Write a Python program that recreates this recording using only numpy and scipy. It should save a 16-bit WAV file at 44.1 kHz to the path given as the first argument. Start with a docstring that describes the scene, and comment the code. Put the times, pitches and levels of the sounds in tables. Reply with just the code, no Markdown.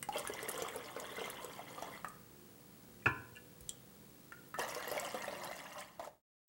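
"""In a small kitchen, water is poured twice from a glass mug into a wide glass bowl.
Each pour is a crowd of ringing air bubbles (short fading sine waves) with gulps and ticking spray;
stray drops plink before and after the first pour and before the second.
Between the pours the mug knocks the bowl under water and clinks on the way out (fading sines plus noise).
Air noise, a faint hum and a thin whine lie underneath, and everything fades away at the end."""
import sys
import numpy as np
from scipy import signal
from scipy.fft import rfft, irfft, next_fast_len
from scipy.io import wavfile
from scipy.ndimage import map_coordinates

SR = 44100
rng = np.random.default_rng(int(sys.argv[2]) if len(sys.argv) > 2 else 0)


def dump_mix(stems):
    """Bounce the given channels to the path in sys.argv[1] as a 16-bit WAV at rate SR."""
    frames = np.atleast_2d(stems).T  # one column per channel
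    limited = np.clip(frames, -1, 1)  # hard clip at full scale
    pcm = np.round(limited * 32767).astype(np.int16)
    wavfile.write(sys.argv[1], SR, pcm)


N = 285768  # length in samples


def amp(db):
    """Turn decibels into a gain."""
    return 10 ** (np.asarray(db) / 20)


def unit(x):
    """Scale a sound to an rms level of 1."""
    return x / np.sqrt(np.mean(x ** 2) + 1e-20)


def along(points, hz):
    """Read a curve of (Hz, value) points, joined by straight lines over log frequency."""
    point_hz, value = np.transpose(points)
    return np.interp(np.log(hz + 1), np.log(point_hz), value)


def wobble(rate):
    """A smooth random curve with `rate` new random values a second."""
    knots = rng.standard_normal(int(N * rate / SR) + 4)
    return map_coordinates(knots, [np.arange(N) * rate / SR])


def coloured(x, points):
    """Filter a sound to the gains of the (Hz, dB) points, with no ringing ahead of the sound."""
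    m = 2 * next_fast_len(len(x) // 2 + 4096)
    log_gain = np.log(amp(along(points, np.fft.rfftfreq(m, 1 / SR))))
    # folding the cepstrum onto positive times gives the minimum-phase filter
    cepstrum = irfft(log_gain, m)
    cepstrum[1:m // 2] *= 2
    cepstrum[m // 2 + 1:] = 0
    return irfft(rfft(x, m) * np.exp(rfft(cepstrum)), m)[:len(x)]


def add(track, s, sound):
    """Mix a sound into the track at time s, in seconds."""
    i = max(round(s * SR), 0)
    track[i:i + len(sound)] += sound[:len(track) - i]


def bubble(t, hz, t60, rise):
    """A trapped bubble rings and loses 60 dB in t60 seconds; its pitch climbs as it nears the surface."""
    age = t / t60
    cycles = hz * t * (1 + rise * np.minimum(age, 1) / 2)
    return amp(-60 * age) * np.sin(2 * np.pi * cycles)


def background(air_db, hum_db, whine_db):
    """Filtered noise for room air, a wavering appliance hum and a high electrical whine of even level."""
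    # Colour of the room air. Each row: frequency in Hz, relative level in dB.
    air_colour = [(22, -24), (50, -4.5), (85, -8.5), (130, 0.5), (220, -2.5), (330, -8.5), (490, -8),
                  (600, -14.5), (1000, -16.5), (2500, -22), (6000, -23.5), (9500, -22.5), (15000, -26)]
    # Tones of the appliance hum. Each row: frequency in Hz, relative level in dB.
    hum_tones = [(60, -75), (120, -73.5), (179, -70), (209, -68), (238, -80), (297, -71.5), (356, -72),
                 (490, -70.5), (771, -82), (1655, -87.5)]
    # Tones of the electrical whine. Each row: frequency in Hz, relative level in dB.
    whine_tones = [(15630, -74), (15690.5, -69), (15731.5, -64), (15751, -79)]
    # Loudness of all three over time. Each row: time in seconds, gain in dB.
    loudness = [(0, 1.5), (5.4, 0.5), (5.9, -5)]
    t = np.arange(N) / SR
    air = amp(air_db) * unit(coloured(rng.standard_normal(N), air_colour))
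    hum, whine = np.zeros(N), np.zeros(N)
    for hz, db in hum_tones:
        level = amp(db + 4.2 * wobble(5))
        hum += level * np.sin(2 * np.pi * hz * t + 0.63 * wobble(6))
    for hz, db in whine_tones:
        whine += amp(db) * np.sin(2 * np.pi * hz * t + 0.17 * wobble(7.6))
    tones = np.sqrt(2) * (amp(hum_db) * hum + amp(whine_db) * whine)  # sqrt(2): sine peak from rms
    return (air + tones) * amp(np.interp(t, *np.transpose(loudness)))


def ticks(level_db, t60, crack_db, crack_t60):
    """Flying droplets land with a tiny crack of noise and leave a very small ringing bubble."""
    # The sharpest ticks of spray. Each row: start in seconds, relative level in dB, starting pitch in Hz.
    landings = [(0.0273, -30, 8430), (0.183, -30, 9000), (0.195, -33, 8460), (0.2738, -29, 9600),
                (0.3371, -35.5, 5660), (0.4294, -32.5, 8400), (0.4883, -27, 10900), (0.4934, -28, 9600),
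                (0.5152, -30.5, 9800), (0.5778, -33.5, 8500), (0.622, -30.5, 6020), (0.6845, -37, 7970),
                (0.7607, -36, 10500), (0.9996, -35, 6700), (1.3004, -32, 10120), (1.4456, -35.5, 7650),
                (1.8226, -40.5, 5830), (2.0842, -40.5, 8190), (3.6082, -42, 9700), (4.4862, -48, 13900),
                (4.593, -30, 5900), (4.7481, -32, 5250), (4.8803, -35, 11700), (4.9152, -32, 12600),
                (4.9975, -29, 7500), (5.445, -36, 9880), (5.8052, -38, 8540)]
    out, t = np.zeros(N), np.arange(SR // 40) / SR
    for s, db, hz in landings:
        crack_colour = [(1500, -26), (hz * 0.46, -13), (hz, 0), (16000, -8)]  # (Hz, dB)
        crack = unit(coloured(rng.standard_normal(len(t)), crack_colour))
        fading_crack = amp(crack_db - 60 * t / crack_t60) * crack
        add(out, s, amp(db + level_db) * (bubble(t, hz, t60, 0.15) + fading_crack))
    return out


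def slap(t, hz, t60):
    """The surface closes over a bubble with a brief splash of noise, scaled to a peak of 1."""
    # Colour of the splash. Each row: multiple of the bubble's pitch, relative level in dB.
    splash_colour = [(.17, -29), (.8, -5), (1, -1.5), (1.2, -6.5), (2.6, -20.5), (8, -23.5), (25, -31.5)]
    fading_noise = rng.standard_normal(len(t)) * amp(-60 * t / t60)
    splash = coloured(fading_noise, sorted((hz * k, db) for k, db in splash_colour))
    return splash / np.abs(splash).max()


def drips(level_db, slap_db, slap_t60, rise, twin_db, twin_ratio, twin_t60):
    """A drop slaps the surface and leaves one ringing bubble with a smaller, higher twin."""
    # Plinking drops, alone or beside the stream. Each row: start in seconds, relative level in dB,
    # starting pitch in Hz, time to fall by 60 dB in seconds.
    plinks = [(0.0276, -30.5, 1870, 0.0032), (0.0882, -30, 827, .14), (0.126, -39, 2850, .04),
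              (0.148, -43.5, 2650, 0.08), (0.1702, -34, 3160, 0.014), (0.251, -33, 1245, 0.021),
              (0.273, -35, 1640, 0.049), (0.391, -34.5, 1890, 0.032), (0.484, -34.5, 1840, 0.039),
              (0.686, -38, 2190, 0.025), (1.166, -38, 2006, .06), (1.241, -38.5, 2053, 0.052),
              (1.779, -36, 1160, 0.033), (2.0458, -28.5, 1214, 0.03), (2.048, -41.5, 1707, 0.029),
              (4.321, -42.5, 1386, 0.14), (4.322, -42, 1770, 0.038), (4.542, -33.5, 1270, 0.051),
              (4.545, -39.5, 1754, 0.15), (4.596, -37.5, 1845, 0.063), (4.598, -38.5, 3010, .03),
              (4.875, -39, 1894, 0.066), (4.978, -29, 2166, 0.027), (5.243, -35.5, 880, 0.012),
              (5.281, -36.5, 2480, 0.016), (5.446, -38.5, 890, 0.018)]
    out, t = np.zeros(N), np.arange(SR // 7) / SR
    for s, db, hz, t60 in plinks:
        main = bubble(t, hz, t60, rise)
        twin = amp(twin_db) * bubble(t, hz * twin_ratio, twin_t60, rise)
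        splash = amp(slap_db) * slap(t, hz, slap_t60)
        add(out, s, amp(db + level_db) * (main + twin + splash))
    return out


def kitchen(x, early, early_s):
    """Tiled walls answer with fading noise, drawn afresh every third of a second as the stream moves."""
    # How long the room rings. Each row: frequency in Hz, time to fall by 60 dB in seconds.
    ring_time = [(100, 0.99), (500, 0.57), (1500, 0.49), (4000, 0.33), (14000, 0.068)]
    out, hop = np.zeros(N), SR // 3
    starts = range(0, N, hop)
    # each frequency band of the noise fades at its own speed
    hz, t, bands = signal.stft(rng.standard_normal((len(starts), hop)), SR, nperseg=256)
    fade = amp(-60 * t / along(ring_time, hz)[:, None])
    tails = signal.istft(bands * fade, SR, nperseg=256)[1]
    # near walls come first and strongest
    tails *= 1 + early * np.exp(-np.arange(tails.shape[1]) / SR / early_s)
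    for i, tail in zip(starts, tails):
        echo = signal.fftconvolve(x[i:i + hop], tail / np.linalg.norm(tail))
        add(out, i / SR + .003, echo)  # the first echo is 3 ms late
    return out


def swarm(span, low_hz, high_hz, rate, cycles, spread_db, rise):
    """Bubbles of one size range are born at random, with about equal energy per Hz."""
    count = int(rate * span)
    when, size, luck, damping = rng.random((count, 4)).T
    hz = low_hz + (high_hz - low_hz) * size
    life = cycles * 2 ** (2 * damping - 1) / hz  # seconds to fall by 60 dB
    gain = amp(-spread_db * np.log(.03 + .97 * luck)) / np.sqrt(life)  # a lucky few are much louder
    t = np.arange(int(1.5 * cycles / low_hz * SR)) / SR
    grains = gain[:, None] * bubble(t, hz[:, None], life[:, None], rise)
    where = (when * span * SR).astype(int)[:, None] + np.arange(len(t))
    # add up all bubbles that sound at the same sample
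    return np.bincount(where.ravel(), grains.ravel(), int(span * SR))[:int(span * SR)]


def pour(flow, colour, density, spread_db, large_db, small_db, spray_db, surge_db, flutter_db, foam_db_per_s):
    """The stream drives three sizes of bubble and surges at random; foam steadily dulls the finer two.

    A negative foam_db_per_s makes those two grow louder instead.
    """
    s, strength_db = np.transpose(flow)
    span = s[-1] - s[0]
    large = swarm(span, 241.0, 1320, rate=300 * density, cycles=27, spread_db=0.56 * spread_db, rise=0.3)
    small = swarm(span, 1281, 3910, rate=550 * density, cycles=67, spread_db=spread_db, rise=0.46)
    spray = swarm(span, 3900, 15500, rate=1700 * density, cycles=58, spread_db=1.2 * spread_db, rise=0.097)
    t = np.arange(len(large)) / SR
    edges = np.clip(np.minimum(t, span - t) / 0.038, 0, 1)  # short fades at both ends
    flow_db = np.interp(s[0] + t, s, strength_db) + surge_db * wobble(22.83)[:len(t)]
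    foam_db = foam_db_per_s * t
    out = np.zeros(N)
    for grains, db in [(large, large_db), (small, small_db - foam_db), (spray, spray_db - foam_db)]:
        own_db = db + flutter_db * wobble(45.38)[:len(t)]  # each size also comes in clumps of its own
        add(out, s[0], unit(coloured(grains, colour)) * edges * amp(flow_db + own_db))
    return out


def resonant(x):
    """The open bowl's resonances ring on top of the direct sound."""
    # Fixed resonances of the bowl. Each row: frequency in Hz, width in Hz, gain in dB.
    hollow = [(500, 40, -9), (600, 45, -8), (1040, 45, -1), (2090, 60, -5), (2780, 110, -7), (3430, 90, -5)]
    m = next_fast_len(N)
    f = np.fft.rfftfreq(m, 1 / SR)
    response = 1
    for hz, width, db in hollow:
        response = response + amp(db) * 1j * f * width / (hz * hz - f * f + 1j * f * width)
    return irfft(rfft(x, m) * response, m)[:N]


def gulps(level_db, slap_db, slap_t60, shed_db, rise):
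    """A dragged-down air pocket closes with a slap, rings longer the deeper its pitch, and sheds bubbles."""
    # Big pockets of air. Each row: start in seconds, relative level in dB, starting pitch in Hz.
    pockets = [(0.157, -29.5, 577), (0.297, -32.5, 424), (0.428, -34.5, 440), (0.485, -37, 422),
               (0.543, -38, 499), (0.591, -35, 495), (0.621, -32, 460), (0.759, -34.5, 468),
               (0.964, -34, 474), (1.182, -35.5, 447), (1.214, -32.5, 458), (1.445, -38.5, 483),
               (1.592, -37.5, 710), (1.824, -30.5, 663), (4.587, -28.5, 738), (4.593, -28, 497),
               (4.763, -36, 488), (4.874, -37.5, 483), (4.915, -31, 572), (4.962, -35, 767),
               (4.969, -29, 600), (5.029, -36, 680), (5.144, -30, 507), (5.279, -31.5, 595),
               (5.325, -33.5, 585), (5.512, -35, 674), (5.995, -33.5, 669), (6.025, -43.5, 619),
               (6.073, -40, 593)]
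    # Lowest and highest pitch of the shed bubbles, as multiples of the pocket's pitch.
    low_ratio, high_ratio = (1.2, 3.81)
    pocket_cycles, shed_cycles = 29.4, 24  # periods to fall by 60 dB
    attack_s, shed_within_s = 0.00049, .007  # closing time of a pocket; latest break-away of a bubble
    out, t = np.zeros(N), np.arange(SR // 7) / SR
    for s, db, hz in pockets:
        pocket = bubble(t, hz, pocket_cycles / hz, rise) + amp(slap_db) * slap(t, hz, slap_t60)
        add(out, s, amp(db + level_db) * (1 - np.exp(-t / attack_s)) * pocket)
        for delay, size in rng.random(size=(4, 2)):
            ratio = low_ratio * (high_ratio / low_ratio) ** size
            shed = bubble(t, hz * ratio, shed_cycles / (hz * ratio), rise)
            add(out, s + shed_within_s * delay, amp(db + shed_db) / ratio * shed)
    return out


def touches(ring_db, click_t60):
    """Each touch clicks and rings only some of the mug's tones: soft grazes the low, a hard clink the high."""
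    # Light touches of the mug. Each row: start in seconds, relative ring level in dB,
    # lowest and highest tone woken in Hz, click peak in dB.
    contacts = [(3.023, -32, 1936, 2230, -65.5), (3.354, -55.5, 2300, 2920, -64.5),
                (3.361, -54, 1406, 2980, -48), (3.368, -49, 1400, 2930, -61.5),
                (3.373, -62, 1400, 2770, -65), (3.692, -36, 3170, 9200, -39.5),
                (3.6929, -40.5, 3060, 10890, -24)]
    # Tones of the mug. Each row: frequency in Hz, relative level in dB, time to fall by 60 dB in seconds.
    mug = [(1490, -1, .12), (1712, 1.5, 0.12), (1943, -17, .06), (2417, -0.5, .16), (2740, 8, 0.055),
           (2906, 3, 0.12), (3010, -13.5, 0.11), (3070, 9.5, 0.0475), (3300, -8, 0.16), (3410, -2.5, 0.048),
           (4900, -8.5, 0.044), (5950, -7, 0.063), (6740, -18, .05), (7350, -23, 0.069), (7300, -13, 0.036),
           (8370, -19, .035), (10520, -14, .05)]
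    # Colour of glass on glass. Each row: frequency in Hz, relative level in dB.
    click_colour = [(1500, -33.5), (2700, -29), (3300, -13), (4100, -17), (6000, -14), (6650, -16.5),
                    (7300, 3.5), (7900, -13), (8400, -1.5), (9000, -11.5), (16000, -25)]
    out, t = np.zeros(N), np.arange(SR // 3) / SR
    for s, db, low_hz, high_hz, click_db in contacts:
        ring = np.zeros(len(t))
        for hz, level, t60 in mug:
            woken = 1 / (1 + (low_hz / hz) ** 30 + (hz / high_hz) ** 30)  # near 1 inside the woken range
            tone = np.sin(2 * np.pi * (hz * t + rng.random()))
            ring += woken * amp(level - 60 * t / t60) * tone
        click = coloured(rng.standard_normal(len(t)) * amp(-60 * t / click_t60), click_colour)
        add(out, s, amp(db + ring_db) * ring + amp(click_db) * click / np.abs(click).max())
    return out


def knock(ring_db, thud_db, thud_t60, blow_db):
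    """The mug meets the bowl under water: one sharp push, a short thud of noise and damped glass tones."""
    # Mug against bowl. Each row: start in seconds, relative level in dB, contact time in seconds.
    hits = [(3.0586, -23, .0004)]
    # Tones of the filled bowl. Each row: frequency in Hz, relative level in dB,
    # time to fall by 60 dB in seconds.
    bowl = [(90, -18, 0.15), (108, -12, 0.18), (167, -13.5, 0.097), (292.8, -14, 0.43), (332, -11.5, 0.24),
            (440, -14, 0.3), (686, -19, 0.4), (790, -13.5, .2), (960, -10, .35), (1026, -6, 0.35),
            (1104, -11.5, .23), (1410, -7, .4), (1510, -5.5, .36), (1653, -17.5, .45), (1730, -2.5, .16),
            (2369, -11, 0.21), (2600, -28.5, .25), (2730, -23, .25), (3009, -22, 0.33)]
    # Colour of the push and the thud. Each row: frequency in Hz, relative level in dB.
    thud_colour = [(30, -55), (58, -29.5), (100, 6.5), (200, -11.5), (370, -2.5), (570, -14), (1010, -5),
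                   (1240, -13), (1420, 0.5), (1710, -4), (2100, -32.5), (2400, 0.5), (3030, -25),
                   (3500, -32.5), (7900, -37.5), (15000, -57.5)]
    out, t = np.zeros(N), np.arange(SR * 3 // 4) / SR
    for s, db, contact in hits:
        ring = sum(amp(level - 60 * t / t60) * np.sin(2 * np.pi * hz * t) for hz, level, t60 in bowl)
        thud = unit(coloured(rng.standard_normal(len(t)), thud_colour)) * amp(-60 * t / thud_t60)
        blow = coloured(signal.unit_impulse(len(t)), thud_colour)
        blow = blow / np.abs(blow).max()
        body = amp(ring_db) * ring + amp(thud_db) * thud + amp(blow_db) * blow
        add(out, s, amp(db) * (1 - np.exp(-t / contact)) * body)  # the contact softens the start
    return out


def bumps(t60):
    """Water rocks against the bowl in soft low bumps as the full mug is lifted out."""
    # Soft bumps. Each row: start in seconds, level in dB, pitch in Hz.
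    rocking = [(3.605, -51, 60), (3.655, -54, 42), (3.666, -55, 155)]
    out, t = np.zeros(N), np.arange(SR // 3) / SR
    for s, db, hz in rocking:
        add(out, s, amp(db) * (1 - np.exp(-t / 0.0054)) * bubble(t, hz, t60, 0))
    return out


def scene():
    """Two pours and the scoop between them, in the kitchen."""
    # Strength of the stream in each pour. Each row: time in seconds, relative level in dB.
    first_flow = [(0.11, -44), (0.206, -50.5), (0.574, -46), (0.806, -51.5), (1.222, -48.5), (1.59, -53.5),
                  (1.828, -53.5), (1.936, -48.5), (2.05, -66)]
    second_flow = [(4.57, -46), (4.594, -42.5), (4.73, -49.5), (5.162, -46.5), (5.72, -55), (5.814, -53.5),
                   (5.966, -69), (6.048, -54), (6.1, -81)]
    # Colour of each pour. Each row: frequency in Hz, relative level in dB.
    first_colour = [(100, -40), (280, -3.5), (370, -9), (450, -1.5), (660, -7), (1000, -3), (1550, -8),
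                    (2080, -5), (2500, -15), (3200, -7.5), (3900, -20), (10000, -24), (15500, -29)]
    second_colour = [(100, -40.5), (320, -12.5), (390, -22), (490, -15.5), (600, -6), (870, -8.5),
                     (1080, -10), (1530, -10.5), (1850, -0.5), (2500, -15.5), (2800, -7), (3700, -19),
                     (7500, -21.5), (15500, -28.5)]
    first = pour(first_flow, first_colour, density=1.4, spread_db=5.5, large_db=-5.0, small_db=-6.5,
                 spray_db=-8.5, surge_db=1.0, flutter_db=2.5, foam_db_per_s=1.25)
    second = pour(second_flow, second_colour, density=1.9, spread_db=6.0, large_db=-2.5, small_db=-6.5,
                  spray_db=-7.0, surge_db=1.4, flutter_db=1.97, foam_db_per_s=-0.4)
    stream = resonant(first + second)
    drops = gulps(level_db=-1.6, slap_db=-3, slap_t60=0.022, shed_db=-6.5, rise=0.089)
    drops += drips(level_db=-2.26, slap_db=-4, slap_t60=0.02, rise=0.16,
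                   twin_db=-13.5, twin_ratio=1.5, twin_t60=0.037)
    spray = ticks(level_db=-4, t60=0.011, crack_db=-4, crack_t60=0.022)
    glass = knock(ring_db=-9.5, thud_db=-0.5, thud_t60=0.11, blow_db=-2)
    glass += touches(ring_db=-7.5, click_t60=0.0043)
    # each source sends its own share into the room
    sent = amp(-8.0) * stream + amp(-5.5) * drops + amp(-7.5) * spray + amp(-9) * glass
    room = kitchen(sent, early=1.7, early_s=0.012)
    low_bumps = bumps(t60=0.3)
    faint = background(air_db=-61, hum_db=-6.0, whine_db=-4.5)
    return (stream + drops + spray + glass + room + low_bumps + faint)[None]


def record(dry):
    """The deepest bass is cut away; a closing fade and a sharp treble limit follow."""
    bass_cut_hz, top_hz = 53, 16000
    thin = signal.sosfilt(signal.butter(2, bass_cut_hz, "highpass", fs=SR, output="sos"), dry)
    fade = np.clip((6.22 - np.arange(N) / SR) / 0.15, 0, 1) ** 1.05  # silent from 6.22 s
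    m = next_fast_len(N)
    kept = np.fft.rfftfreq(m, 1 / SR) < top_hz
    return irfft(rfft(thin * fade, m) * kept, m)[:, :N]


dry = scene()
out = record(dry)
dump_mix(out)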